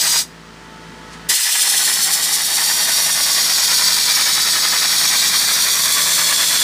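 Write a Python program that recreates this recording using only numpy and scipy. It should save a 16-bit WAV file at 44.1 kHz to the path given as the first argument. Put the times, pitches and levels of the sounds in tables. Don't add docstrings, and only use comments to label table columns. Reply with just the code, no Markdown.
import sys
import numpy as np
from scipy import signal
from scipy.fft import rfft, irfft, next_fast_len
from scipy.io import wavfile
from scipy.ndimage import uniform_filter1d, map_coordinates

SR = 44100
rng = np.random.default_rng(int(sys.argv[2]) if len(sys.argv) > 2 else 0)


def store_wav(level_fs):
    pcm = np.round(np.clip(np.atleast_2d(level_fs), -1, 1) * 32767)
    wavfile.write(sys.argv[1], SR, pcm.T.astype(np.int16))


N = 292383
T = np.arange(N) / SR
HZ, FRAMES, _ = signal.stft(T, SR, nperseg=1024)
SHUT_S, OPEN_S = .21, 1.2865


def jet(swing_db):
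    # time_s, level_db
    jet_level = [(0.0, -14.9), (1.33, -15.6), (1.5, -16.4), (1.65, -14.5), (2.15, -16.9), (2.5, -17.1),
                 (2.6, -15.8), (2.8, -16.4), (3.0, -15.0), (3.1, -16.9), (3.25, -15.5), (3.5, -15.6),
                 (3.75, -14.4), (4.6, -16.0), (5.05, -15.2), (5.8, -15.7), (6.63, -14.9)]
    # freq_hz, level_db
    hiss = [(150, -42), (500, -18.5), (1000, -28), (2000, -10.5), (2850, -10.3), (3400, -4), (4500, -2),
            (5700, -3), (6600, -3.5), (8500, -2), (10500, -5), (12500, -7.4), (15500, -7.8)]
    # time_s, brightness
    sheen = [(0.0, -2.7), (1.33, -1.1), (3.15, -2.3), (3.45, -3.8), (4.0, -4.5), (4.35, -3.6), (5.35, -4.2),
             (5.9, -2.1), (6.63, -4.1)]
    # pitch_hz, width_hz, level_db
    aim_first = [(2930, 120, -6.5), (3830, 130, -3), (4400, 150, 1), (4940, 260, 2.5), (5740, 170, 0),
                 (6430, 430, -1), (7900, 300, 0), (8630, 180, -2)]
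    aim_low = [(2940, 72, -2.5), (3220, 110, -4), (3540, 68, -3), (4240, 320, -4), (5360, 280, 0),
               (6040, 110, 0), (7540, 640, -2.5), (8550, 220, -3), (9840, 690, -3)]
    aim_mid = [(3270, 50, -2.5), (3770, 110, -3.5), (4640, 400, -2), (5500, 99, -15), (5710, 200, 1.5),
               (6960, 160, -2), (8300, 240, -19), (9040, 270, -3.5), (10960, 680, -5.5)]
    aim_high = [(3470, 140, -7.5), (3870, 105, 2.5), (4320, 200, 2), (4770, 210, 1.5), (5400, 330, 2),
                (6570, 400, -1.5), (7920, 250, -1), (9200, 330, -4), (10400, 230, -7)]
    aim_late = [(3395, 140, -2.5), (3860, 130, 1), (4600, 380, -3), (4830, 140, -8), (5710, 190, -0.5),
                (6300, 200, -4), (7850, 350, -17), (9260, 210, -2.5), (9860, 160, -31)]
    aim_end = [(3480, 150, 2.3), (3950, 110, -4), (4420, 190, -4), (5680, 260, -3.5), (6400, 200, -6),
               (7450, 260, -3), (8300, 200, -8), (9000, 260, -3)]
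    aim_times = [.1, 1.75, 2.8, 4.3, 5.6, 6.3]
    aims = [aim_first, aim_low, aim_mid, aim_high, aim_late, aim_end]
    fades = [np.interp(FRAMES, aim_times, row) for row in np.eye(len(aims))]
    ringing = sum(resonances(aim) * fade for aim, fade in zip(aims, fades))
    brightness = curves(sheen, FRAMES)[0] + .3 * np.interp(FRAMES, T, swing_db)
    treble = np.clip((HZ[:, None] - 5000) / 3000, 0, 1)
    tone = np.sqrt(colour(hiss) ** 2 + amp(3.5) ** 2 * ringing) * hollow(width_hz=220)
    tone *= amp(1.1 * (brightness + .9) * treble)
    tone *= reflections(beam=.19, ribs=.31, drift_s=.00007)
    flutter_db = .5 * wobble(45) + .75 * wobble(300)
    air = shaped(droplets(per_s=830, spread_db=6, level_db=-11), tone)
    return amp(curves(jet_level)[0] + swing_db + flutter_db + .25) * air


def splutter(swell):
    # time_s, level_db
    flow = [(0.0, -27.3), (1.33, -28.2), (1.9, -27.4), (2.45, -30.2), (2.6, -27.0), (3.55, -27.7),
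            (3.75, -26.2), (4.9, -26.3), (5.1, -25.0), (5.8, -25.7), (6.63, -25.9)]
    # freq_hz, level_db
    pop_tone = [(100, -18), (300, -11.5), (550, -13), (670, 0.5), (750, -13.5), (950, -4.5), (1150, -1.5),
                (1400, -1.5), (1600, 2), (2000, 3.5), (2180, -2.5), (2500, -5.5), (2800, -4), (5000, -9.5),
                (12000, -21)]
    # pitch_hz, width_hz, level_db
    throat_modes = [(830, 53, 0.5), (1910, 170, -1.5), (1023, 133, 0), (2377, 106, 1.5)]
    # time_s, gurgle_db, ring_db
    fill = [(0, 0, -6), (1.4, -4, 16), (1.65, 6, 12), (2.3, 4.5, 7), (3.2, 6.5, 3), (3.8, -4, -3),
            (6.63, -11, -5)]
    lifts_db = curves(fill, FRAMES) + [0, 0]
    throat = sum(resonances([mode]) * amp(db) ** 2 for mode, db in zip(throat_modes, lifts_db))
    tone = np.sqrt(colour(pop_tone) ** 2 + throat) * hollow(width_hz=130)
    tone *= reflections(beam=.1, ribs=.3, drift_s=.00025)
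    tone /= np.sqrt(1 + (100 / (HZ[:, None] + 1)) ** 6)
    pops = unit(droplets(per_s=400, spread_db=2.5, level_db=-5) * amp(1.35 * wobble(160)))
    return amp(curves(flow)[0]) * swell * shaped(pops, tone)


def feed(steepness):
    # time_s, gulps_per_s
    gulp_rate = [(0.2, 9.7), (1.32, 13.68), (1.57, 10.2), (1.77, 13.78), (1.94, 10.66), (2.35, 9.16),
                 (2.57, 10.15), (3.12, 10.34), (3.69, 8.96), (3.82, 11.07), (4.25, 9.86), (4.46, 11.39),
                 (4.93, 10.51), (5.17, 8.93), (5.52, 13.9), (5.65, 9.35), (5.99, 9.67), (6.6, 8.47)]
    # time_s, choke_db, surge_db
    air_swing = [(0, .6, 0), (1.35, .6, 1.6), (2.35, .7, 4), (2.6, .7, 0), (5.2, 1, 0), (6, 2.6, 0),
                 (6.25, 0, 0)]
    # time_s, level_db
    stream = [(0, -3.5), (1.4, -7), (2.7, -3), (4.2, -3), (5.2, -4.5)]
    # time_s, boost_db
    spits = [(1.315, 2.5), (1.468, 2.5), (1.89, 2.5), (4.744, 3), (5.138, 2), (5.335, 2.5), (5.986, 2.5)]
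    first_gulp_s, restart_gulp_s, spit_half_s = .051, 1.32, .03
    gulp_share, surge_share = .52, .3
    gulp_db, scatter_db = 2.3, .7
    cycles = np.cumsum(curves(gulp_rate)[0]) / SR
    cycles -= np.interp(np.where(T < OPEN_S, first_gulp_s, restart_gulp_s), T, cycles)
    from_gulp = abs((cycles + .5) % 1 - .5)
    gulp = .5 ** ((2 * from_gulp / gulp_share) ** steepness)
    surge = np.exp(-((1 - 2 * from_gulp) / surge_share) ** 2)
    choke_db, surge_db = curves(air_swing)
    swing_db = surge_db * surge - choke_db * gulp
    spit_db = sum(db / (1 + ((T - s) / spit_half_s) ** 2) ** 2 for s, db in spits)
    gulp_gain = amp(gulp_db + spit_db + scatter_db * wobble(10)) * np.sqrt(gulp)
    swell = np.hypot(gulp_gain, amp(curves(stream)[0]))
    return swell, swing_db - uniform_filter1d(swing_db, SR // 3)


def droplets(per_s, spread_db, level_db):
    ticks = (rng.random(N) < per_s / SR) * rng.choice([-1, 1], N)
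    sizes = amp(spread_db * np.clip(noise(), -2, 2))
    return noise() + amp(level_db) * unit(ticks * sizes)


def valve(fall_db_per_s=560, rise_s=.01):
    return amp(-fall_db_per_s * np.maximum(T - SHUT_S, 0)) + np.clip((T - OPEN_S) / rise_s, 0, 1)


def reflections(beam, ribs, drift_s, far_edge_s=.000205):
    # time_s, delay_s, far_edge_share
    beam_echo = [(0, .00105, .8), (1.3, .00099, .7), (1.75, .000942, .8), (2.6, .000895, .7),
                 (3.05, .000888, .7), (3.6, .00088, .1), (4.2, .000862, 0), (5.1, .000878, .2),
                 (5.8, .000887, .2), (6.63, .00102, .8)]
    echo = lambda delay_s: np.exp(-2j * np.pi * HZ[:, None] * delay_s)
    near_s, far_share = curves(beam_echo, FRAMES)
    edges = 1 + beam * ((1 - far_share) * echo(near_s) + far_share * echo(near_s + far_edge_s))
    rib_echoes = sum(ribs * echo(delay_s * rng.uniform(.9, 1.1) + drift_s * wobble(1.3, FRAMES))
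                     for delay_s in np.linspace(.0025, .011, 8))
    return abs(edges * (1 + rib_echoes))


def hollow(width_hz):
    # time_s, centre_hz, depth_db
    notch = [(0, 2640, -1), (1.5, 2600, -5.5), (2.1, 2680, 2), (3.2, 2730, -1), (4.2, 2720, 2),
             (5.2, 2940, 5), (5.9, 2900, 7), (6.63, 2870, -1)]
    centre_hz, depth_db = curves(notch, FRAMES)
    return amp(-depth_db * np.exp(-((HZ[:, None] - centre_hz) / width_hz) ** 2))


def room(x, t60_s):
    t = T[:SR // 2]
    tail = rng.standard_normal(len(t)) * amp(-60 * t / t60_s)
    return signal.fftconvolve(x, tail / np.linalg.norm(tail))[:N]


def compressor(shaft_hz=55.22, phase_scatter_rad=.6, rumble_db=-2.5, clatter_db=.7):
    # shaft_multiple, level_db
    orders = [(1, -5), (1.5, -21), (2, -13.5), (3, -0.5), (4, -13), (4.5, -9.5), (5, -8), (6, -9.5),
              (7, -8), (8, -7), (9, -8.5), (11, -14)]
    # pitch_hz, level_db
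    whine_tones = [(883, 0), (974, -8), (1157, -11), (1297, -3), (1437, -11), (1490, -8), (1685, -6),
                   (1960, -9), (3063, -9), (3289, -11)]
    # freq_hz, level_db
    rumble_tone = [(20, -45), (40, -28), (60, -15), (95, -6), (140, 6), (200, 9.5), (300, 1), (500, -2),
                   (800, -6), (2000, -48)]
    clatter_tone = [(250, -20), (400, -5.5), (560, -15), (650, -1), (850, -7.5), (1030, 1), (1130, -0.5),
                    (1400, 2), (1500, -2), (1950, 1), (2130, -4), (3100, -8), (5000, -13), (10000, -30)]
    # time_s, gain_db
    piston_fader = [(0, -45.2), (2.5, -45.2), (6.63, -42.8)]
    whine_fader = [(.35, -56), (.7, -47.5), (1.3, -49), (1.6, -56)]
    turn = 2 * np.pi * np.cumsum(shaft_hz * (1 + .00098 * wobble(2.96))) / SR
    hum = unit(sum(-amp(db + .8 * wobble(5)) * np.cos(order * turn + phase_scatter_rad * rng.normal())
                   for order, db in orders))
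    whine = sum(amp(db + 2.2 * wobble(7.9)) * np.sin(hz / shaft_hz * turn + .6 * wobble(17))
                for hz, db in whine_tones)
    rumble = shaped(noise(), colour(rumble_tone))
    strokes = 1 + .13 * np.cos(2 * turn) + .07 * np.cos(turn)
    clatter = shaped(noise() * strokes, colour(clatter_tone))
    pistons = hum + amp(rumble_db) * rumble + amp(clatter_db) * clatter
    return amp(curves(piston_fader)[0]) * pistons + amp(curves(whine_fader)[0]) * whine


def leak(seep_db=-51.3, puff_db=-42.5, puff_at_s=1.137, puff_length_s=.03):
    # freq_hz, level_db
    leak_tone = [(1470, -21), (2500, -9.5), (4530, -5.5), (4890, -8), (5200, -7), (9730, -15.5),
                 (11200, -26), (15500, -36)]
    puff = amp(puff_db) / (1 + (2 * (T - puff_at_s) / puff_length_s) ** 2)
    return np.hypot(amp(seep_db), puff) * shaped(noise(), colour(leak_tone))


def bass_dip(x, start_s=1.29, onset_s=.09, recover_s=.21, floor_db=-17, steepness=3.4):
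    age = np.maximum(FRAMES - start_s, 0)
    corner_hz = 1050 * np.minimum(age / onset_s, 1) ** 2 / (1 + (age / recover_s) ** 2)
    kept = 1 / (1 + (corner_hz / np.maximum(HZ, HZ[1])[:, None]) ** steepness)
    spectrum = signal.stft(x, nperseg=1024)[2]
    return signal.istft(spectrum * np.sqrt(kept + (1 - kept) * amp(floor_db) ** 2))[1][:, :N]


def gain_control(x, lift_db=3.7, threshold_db=-30, release_db_per_s=4.2, attack_s=.06):
    level_db = 10 * np.log10(abs(uniform_filter1d(x[0] ** 2, SR // 200)) + 1e-12)
    over_db = np.clip(level_db - threshold_db, 0, lift_db)
    release_db = release_db_per_s * T
    cut_db = np.maximum.accumulate(over_db + release_db) - release_db
    pole = np.exp(-1 / (attack_s * SR))
    return x * amp(signal.lfilter([1 - pole], [1, -pole], lift_db - cut_db))


def amp(db):
    return 10 ** (np.asarray(db) / 20)


def unit(x):
    return x / np.sqrt(np.mean(x ** 2) + 1e-20)


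def noise():
    return rng.standard_normal(N)


def curves(rows, t=T):
    times, *columns = np.transpose(rows)
    return [np.interp(t, times, column) for column in columns]


def wobble(rate, t=T):
    knots = rng.standard_normal(int(t[-1] * rate) + 4)
    steps = np.arange(0, len(knots) - 1, 1 / 8)
    return np.interp(t * rate, steps, map_coordinates(knots, [steps]))


def colour(points):
    hz, db = np.transpose(points)
    return amp(np.interp(np.log(HZ + 1), np.log(hz), db))[:, None]


def resonances(modes):
    return sum(amp(db) ** 2 / (1 + (1.3 * (HZ - hz) / width) ** 2) ** 2
               for hz, width, db in modes)[:, None]


def shaped(x, gain):
    spectrum = signal.stft(x, nperseg=1024)[2]
    return unit(signal.istft(spectrum * gain / np.sqrt(np.mean(gain ** 2, axis=0)))[1][:N])


def scene():
    swell, swing_db = feed(steepness=3.4)
    gun = valve() * (jet(swing_db) + splutter(swell))
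    mix = gun + amp(-22.5) * room(gun, t60_s=.33) + leak() + compressor()
    return np.array([mix, mix])


def record(dry):
    ceiling, top_hz = .78, 15330
    held = gain_control(bass_dip(dry))
    rounded = held / (1 + (held / ceiling) ** 6) ** (1 / 6)
    size = next_fast_len(N + SR // 2)
    passband = np.fft.rfftfreq(size, 1 / SR) < top_hz
    return irfft(rfft(rounded, size) * passband, size)[:, :N]


dry = scene()
out = record(dry)
store_wav(out)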